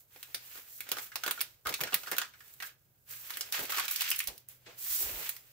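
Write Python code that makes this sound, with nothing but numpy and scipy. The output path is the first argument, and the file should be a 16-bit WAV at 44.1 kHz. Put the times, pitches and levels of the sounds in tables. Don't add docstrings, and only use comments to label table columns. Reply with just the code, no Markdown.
import sys
import numpy as np
from scipy import signal
from scipy.fft import rfft, irfft, next_fast_len
from scipy.io import wavfile
from scipy.ndimage import uniform_filter1d, map_coordinates

SR = 44100
rng = np.random.default_rng(int(sys.argv[2]) if len(sys.argv) > 2 else 0)


def persist_wave(psi):
    counts = np.round(np.clip(psi, -1, 1) * 32767).astype(np.int16)
    wavfile.write(sys.argv[1], SR, np.atleast_2d(counts).T)


N = 243640

# start_s, level_db, panel_hz, treble_db, pouch_db (the last two offset the level)
CREASES = [(0.161, -43, 2240, -11, 0.5), (0.229, -35.5, 3040, -2, -44), (0.3456, -25.5, 3690, -1.5, -9.5),
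           (0.556, -47, 2200, -6, 1.5), (0.576, -42.5, 2120, -15, -0.5), (0.806, -33, 2180, 3, -7.5),
           (0.867, -37, 1390, -22, -11), (0.89, -38, 3560, 4, -3), (0.917, -28, 2810, 9.5, 0.5),
           (0.926, -29, 1400, -26, -13), (0.969, -22.5, 1330, -25, -16.5), (0.985, -28.5, 1750, -7, -15),
           (1.117, -32.5, 1670, -38, -49), (1.157, -24.5, 2470, -1.5, -11.5),
           (1.236, -21.5, 1450, -8.5, -19), (1.263, -20.5, 1540, -9, -10), (1.278, -19, 1670, -12.5, -5.5),
           (1.31, -27.5, 1390, 7.5, -31), (1.376, -29.5, 1430, -52, -22), (1.393, -32.5, 2390, -16.5, -11),
           (1.407, -28, 3650, 0, -9), (1.413, -30.5, 1660, 12.5, -10), (1.653, -37.5, 1500, -9, -5),
           (1.658, -19, 1340, -57, -19.5), (1.67, -23, 1230, -4.5, -45), (1.692, -27.5, 2410, -4, -11),
           (1.725, -27.5, 1750, -15.5, -15), (1.74, -20, 2650, -9, -21), (1.792, -29.5, 1270, -50, -11),
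           (1.806, -23.5, 1380, -11, -24), (1.812, -26, 2380, 2.5, -2), (1.836, -22, 1840, -5.5, -23.5),
           (1.872, -23.5, 1480, -28, -13), (1.923, -24, 1360, -28, -11), (1.931, -25.5, 2770, -21, -0.5),
           (1.943, -25.5, 2020, 13, -6.5), (2.034, -34.5, 1380, -7, -6.5), (2.061, -34.5, 1930, -37, -30),
           (2.071, -23, 1430, -30, -15.5), (2.079, -27.5, 1500, -25, -17), (2.115, -28, 1980, 4, -9),
           (2.12, -24, 2200, -15, -3), (2.13, -25, 1910, -16.5, -3), (2.166, -27.5, 1420, -7, -23.5),
           (2.183, -20, 1570, 1, -17.5), (2.216, -18.5, 1640, -18.5, -46), (2.336, -37, 1630, -45, -38.5),
           (2.405, -35, 1660, -29, -47), (2.539, -64.5, 1350, 22, -32.5), (2.602, -29, 1930, -18, -16.5),
           (2.624, -21.5, 1700, -19, -25), (3.305, -30.5, 1490, -1, -41.5), (3.338, -34, 3520, -17, -42),
           (3.371, -33.5, 2100, 4.5, -7), (3.409, -24.5, 4140, -3.5, -13), (3.524, -26.5, 4170, 1, -42),
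           (3.541, -37.5, 1580, 2.5, -25), (3.593, -31, 1890, 0.5, 1), (3.608, -41, 470, -24, -2),
           (3.653, -33, 2530, -5.5, -37), (3.696, -30, 2170, -9, -6), (3.722, -23.5, 1340, -15, -48),
           (3.773, -22.5, 1280, -7.5, -11.5), (3.783, -15.5, 1120, -14, -43), (3.788, -35, 1900, -20, -36),
           (3.797, -23.5, 2080, -1, -44), (3.854, -41.5, 4600, 9.5, -42), (3.881, -25, 2400, -3, -34),
           (3.912, -43.5, 1610, 23.5, -45), (3.96, -26.5, 4810, 1, -46), (4.009, -24.5, 2870, -1, -35),
           (4.019, -22.5, 2300, 0.5, -45), (4.09, -31.5, 5800, -4.5, -17), (4.104, -44, 6000, 25, -37),
           (4.115, -18, 2590, -6, -56), (4.161, -51.5, 2300, 24, -35), (4.185, -44, 3200, 13, -47),
           (4.191, -29, 6300, 5.5, -32), (4.203, -21.5, 2500, -6.5, -50), (4.24, -49.5, 2680, 15.5, -36),
           (4.273, -28.5, 6030, 3, -34), (4.284, -32, 2520, 0, -17), (4.379, -52, 4900, 10, -38),
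           (4.487, -76.5, 1900, 40, -17), (5.293, -35, 2470, 13.5, -33), (5.365, -41, 2020, 2.5, -36)]
def crease_snaps():
    out, size = np.zeros((2, N + SR)), 16384
    t, f = np.arange(size // 8) / SR, np.fft.rfftfreq(size, 1 / SR)
    for start_s, level_db, hz, treble_db, pouch_db in CREASES:
        length_s = 0.0035 * np.exp(0.25 * rng.standard_normal() - 0.036 * treble_db)
        slips = rng.standard_normal((3, len(t))) * amp(2 * rng.standard_normal(len(t)))
        slips *= amp(-60 * t / np.clip(length_s, .001, .08)) * (1 - np.exp(-t / (0.04 * length_s)))
        burst = rfft(slips / np.linalg.norm(slips, axis=1, keepdims=True), size)
        power = np.abs(uniform_filter1d(np.abs(burst) ** 2, size=200))
        burst /= np.sqrt(power + 0.015)
        body = 2 * resonance(f, hz, hz * hz / 7000)
        crack = amp(0.59 * treble_db + 5.5) * resonance(f, 2540, 5500)
        note = amp(-0.05 * np.clip(treble_db, -20, 20)) * resonance(f, hz, hz / 10)
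        panel = (body + crack + note) * 1j * f / (1.053 * hz + 1j * f)
        tick = amp(treble_db + 8) * resonance(f, 14860, 16600) ** 2
        puff = amp(pouch_db + 7) * resonance(f, 590, 1200) ** 2
        centre = burst[0] * panel + puff
        sides = burst[1:] * (tick + 0.67 * panel)
        snap = amp(level_db + 9) * irfft(centre + sides, size)
        snap[:, size // 4:] = 0
        start = round(start_s * SR)
        out[:, start:start + size] += room(snap, wet_db=-1.5 - 0.12 * treble_db)
    return over_bowl(out[:, :N])


# time_s, creak_db, fizz_db
SHAKE_PACKET = [(0, -77, -60.5), (0.071, -84, -76), (0.14, -68, -62.5), (0.32, -66.5, -61),
                (0.58, -57.5, -52.5), (0.66, -66, -60.5), (0.76, -69.5, -51.5), (0.87, -58.5, -61),
                (1.03, -57.5, -48.5), (1.12, -67.5, -64), (1.35, -58.5, -52), (1.499, -70, -64),
                (1.629, -83, -76.5)]
SLAP_PACKET = [(1.646, -83, -74), (1.69, -48, -55), (1.79, -69, -55), (1.87, -55, -60.5),
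               (1.99, -62.5, -52.5), (2.24, -56.5, -57), (2.32, -77, -70.5), (2.5, -66, -59),
               (2.58, -76, -64), (2.667, -53.5, -51.5), (2.765, -83.5, -78)]
CRUMPLE_PACKET = [(3.049, -88, -74), (3.106, -57, -49), (3.2, -62.5, -52), (3.3, -56, -52),
                  (3.514, -60, -58), (3.535, -42.5, -41.5), (3.66, -53.5, -50), (3.692, -56.5, -55.5),
                  (3.705, -48, -41), (3.75, -44.5, -44), (3.83, -48.5, -54), (3.875, -47, -51),
                  (3.9, -48, -48), (4.06, -46.5, -47), (4.26, -59.5, -54), (4.42, -76.5, -70)]
SLIDE_SHEET = [(4.475, -79, -81), (4.497, -61, -53), (4.6, -75.5, -71), (4.655, -68, -69),
               (4.665, -53, -70), (4.77, -63.5, -61.5), (4.785, -59.5, -47), (4.85, -54, -41),
               (4.94, -49, -32), (4.98, -53.5, -36), (5.02, -48.5, -33.5), (5.13, -50.5, -45),
               (5.27, -47.5, -44), (5.33, -58, -51), (5.42, -66.5, -62.5), (5.52, -68.5, -64.5)]
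# start_s, level_db, held_s
HAND_PRESSES = [(0.277, -72.5, 0.0068), (0.964, -60.5, 0.01), (1.659, -49.5, 0.049), (1.819, -50, 0.032),
                (2.104, -66.5, 0.022), (3.33, -75, 0.2), (3.581, -53.5, 0.057), (3.771, -70.5, 0.057),
                (4.277, -56, 0.029), (4.664, -62, 0.036), (4.999, -58, 0.22)]
# frequency_hz, level_db
CREAK_SPECTRUM = [(290, -46.5), (500, -11), (768, -10), (1420, -2), (1520, -1), (2510, 1.5), (8000, -9.5),
                  (10400, -35.5), (17600, -120)]
FIZZ_SPECTRUM = [(1760, -55.5), (3000, -15), (7860, -4.5), (9060, -9), (15000, 4), (16200, -7),
                 (16500, -52)]
FLEX_SPECTRUM = [(70, -7.5), (180, -2.5), (500, 7), (1000, 0), (2200, -18)]
def rustle(balled_s=3.845, ball_hz=1010):
    times, *levels = np.transpose(SHAKE_PACKET + SLAP_PACKET + CRUMPLE_PACKET + SLIDE_SHEET)
    t, slide_s = np.arange(N) / SR, SLIDE_SHEET[0][0]
    creak_db, fizz_db = (np.interp(t, times, curve) for curve in levels)
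    balled = np.clip((t - balled_s) * 10, 0, 1) * (t < slide_s)
    flexing = amp(-79.5 + 0.32 * (creak_db + 66) - 0.74 * balled)
    for start_s, level_db, held_s in HAND_PRESSES:
        attack = np.clip((t - start_s) / 0.0033, 0, 1)
        release = np.exp(-np.maximum(t - start_s - held_s, 0) / 0.025)
        flexing += amp(level_db) * attack * release
    roughness = (1 - 0.65 * (t > slide_s)) * np.clip((creak_db + 70) / 22, .4, 1)
    creak = amp(creak_db) * crackle(CREAK_SPECTRUM, roughness, spike_db=6, decay_s=0.006)
    fizz = amp(fizz_db) * crackle(FIZZ_SPECTRUM, roughness, spike_db=3.5, decay_s=0.004)
    flex = flexing * crackle(FLEX_SPECTRUM, roughness, spike_db=-2.5, decay_s=0.0011)
    lows = filtered(creak, lambda hz: 1 / (1 + (hz / ball_hz) ** 4))
    return over_bowl(creak - balled * lows) + fizz + flex


def crackle(spectrum, roughness, spike_db, decay_s, slips_per_s=400):
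    slipping = rng.random(N) < slips_per_s / SR
    sizes = amp(spike_db * np.minimum(rng.exponential(size=N), 2)) * roughness
    gate = signal.lfilter([1], [1, -np.exp(-1 / (decay_s * SR))], slipping * sizes) + 2.5
    clumps = amp(1.6 * roughness * wobble(25))
    return stereo_field(gate * clumps * rng.standard_normal((2, N)), spectrum)


# pitch_hz, width_hz, level_db
BOWL_MODES = [(1258, 45, -3), (1442, 30, -3), (1633, 24, -1)]
def over_bowl(x, away_s=3.95):
    near = np.clip((away_s - np.arange(N) / SR) / 0.053, 0, 1)
    modes = lambda f: sum(amp(db) * resonance(f, hz, width) for hz, width, db in BOWL_MODES)
    return x + filtered(near * x, modes)


# start_s, level_db, pitch_hz
TABLE_BLOWS = [(1.658, -63, 67.3), (1.808, -62.5, 146), (1.937, -67, 156), (3.601, -67, 128),
               (4.279, -64, 53.5), (4.899, -69, 59.7)]
def table_thuds(rise_s=0.005, t60_s=0.13):
    out, t = np.zeros(N + SR), np.arange(SR // 4) / SR
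    for start_s, level_db, hz in TABLE_BLOWS:
        envelope = amp(level_db + 14.5 - 60 * t / t60_s) * (1 - np.exp(-t / rise_s))
        out[round(start_s * SR):][:len(t)] += envelope * np.sin(2 * np.pi * hz * t)
    return out[:N]


def table_rumble(start_s=5.03, end_s=5.19, level_db=-59.5, pitch_hz=51.5):
    t = np.arange(N) / SR
    dragged = np.clip(np.minimum(t - start_s, end_s - t) / 0.012, 0, 1)
    rumble = filtered(rng.standard_normal(N), lambda f: resonance(f, pitch_hz, 50) ** 2)
    return amp(level_db) * dragged * unit(rumble)


# delay_s, left_db, right_db
EARLY_ECHOES = [(.0027, -14, -2), (.0052, -20, -12), (.007, -6, -20)]
# frequency_hz, t60_s
ROOM_DECAY = [(200, 0.41), (2000, 0.28), (6000, 0.36), (15000, 0.013)]
def room(x, wet_db):
    out = x.copy()
    for delay_s, left_db, right_db in EARLY_ECHOES:
        lag = round(delay_s * SR)
        out[:, lag:] += amp([[left_db], [right_db]]) * x[::-1, :-lag]
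    hz, t, noise = signal.stft(rng.standard_normal((2, SR // 4)), SR, nperseg=256)
    angle = spread_angle(hz)[:, None]
    diffuse = np.cos(angle) * noise[0] + np.sin(angle) * np.array([noise[1], -noise[1]])
    softened = amp(-2.5 * np.log2(1 + hz / 4000))[:, None]
    clutter = 2.84 * amp(-60 * t / 0.11)
    decay = amp(-60 * t / along(ROOM_DECAY, hz)[:, None])
    tail = signal.istft(diffuse * (clutter + decay) * softened, SR, nperseg=256)[1]
    tail /= np.linalg.norm(tail, axis=1, keepdims=True)
    return out + amp(wet_db) * signal.fftconvolve(x, tail, axes=1)[:, :x.shape[1]]


def refrigerator(pitch_hz=123.9, width_hz=4.1, level_db=-81.5):
    hum = filtered(rng.standard_normal(N), lambda f: 1 / (1 + ((f - pitch_hz) / width_hz) ** 2))
    return amp(level_db) * unit(hum)


# frequency_hz, level_db
FLOOR_SPECTRUM = [(15, -42), (25, -11.5), (120, 1.5), (190, -11), (1040, -31), (1610, -18), (1740, -37.5),
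                  (9570, -35.5), (16000, -17)]
def room_tone(level_db=-74):
    gain = amp(level_db + 0.48 * wobble(12))
    return gain * stereo_field(rng.standard_normal((2, N)), FLOOR_SPECTRUM)


# frequency_hz, correlation
PORT_LIKENESS = [(40, 0.74), (130, 0.61), (300, 0.75), (600, 0.39), (1500, 0.17), (16000, 0)]
def spread_angle(hz):
    return np.arccos(np.clip(along(PORT_LIKENESS, hz), -1, 1)) / 2


def stereo_field(x, spectrum):
    spread = lambda hz: [np.cos(spread_angle(hz)), np.sin(spread_angle(hz))]
    mid, side = filtered(x, lambda hz: amp(along(spectrum, hz)) * spread(hz))
    return unit(np.array([mid + side, mid - side]))


def amp(db):
    return 10 ** (np.asarray(db) / 20)


def unit(x):
    return x / np.sqrt(np.mean(x ** 2) + 1e-20)


def along(points, hz):
    f, values = np.transpose(points)
    return np.interp(np.log(hz + 1), np.log(f + 1), values)


def filtered(x, response):
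    size = next_fast_len(N + SR // 2)
    return irfft(rfft(x, size) * response(np.fft.rfftfreq(size, 1 / SR)), size)[..., :N]


def wobble(rate):
    return map_coordinates(rng.standard_normal(int(N * rate / SR) + 4), [np.arange(N) * rate / SR])


def resonance(f, hz, width):
    return 1j * f * width / (hz * hz - f * f + 1j * f * width)


def scene():
    return crease_snaps() + rustle() + table_thuds() + table_rumble() + refrigerator() + room_tone()


# frequency_hz, left_minus_right_db
PORT_BALANCE = [(100, -1.5), (700, 0.5), (2400, -1), (4400, -3), (8000, 0), (15000, -4)]
def record(dry, right_lag_s=5e-5, top_hz=16950):
    def response(hz):
        balance = amp(np.outer([.5, -.5], along(PORT_BALANCE, hz)))
        lag = np.exp(1j * np.pi * right_lag_s * np.outer([1, -1], hz))
        band_edge = amp(along([(15700, 4.0), (16000, -37.5), (16900, -26.0)], hz))
        return balance * lag * band_edge * (hz < top_hz)
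    return filtered(dry, response)


dry = scene()
out = record(dry)
persist_wave(out)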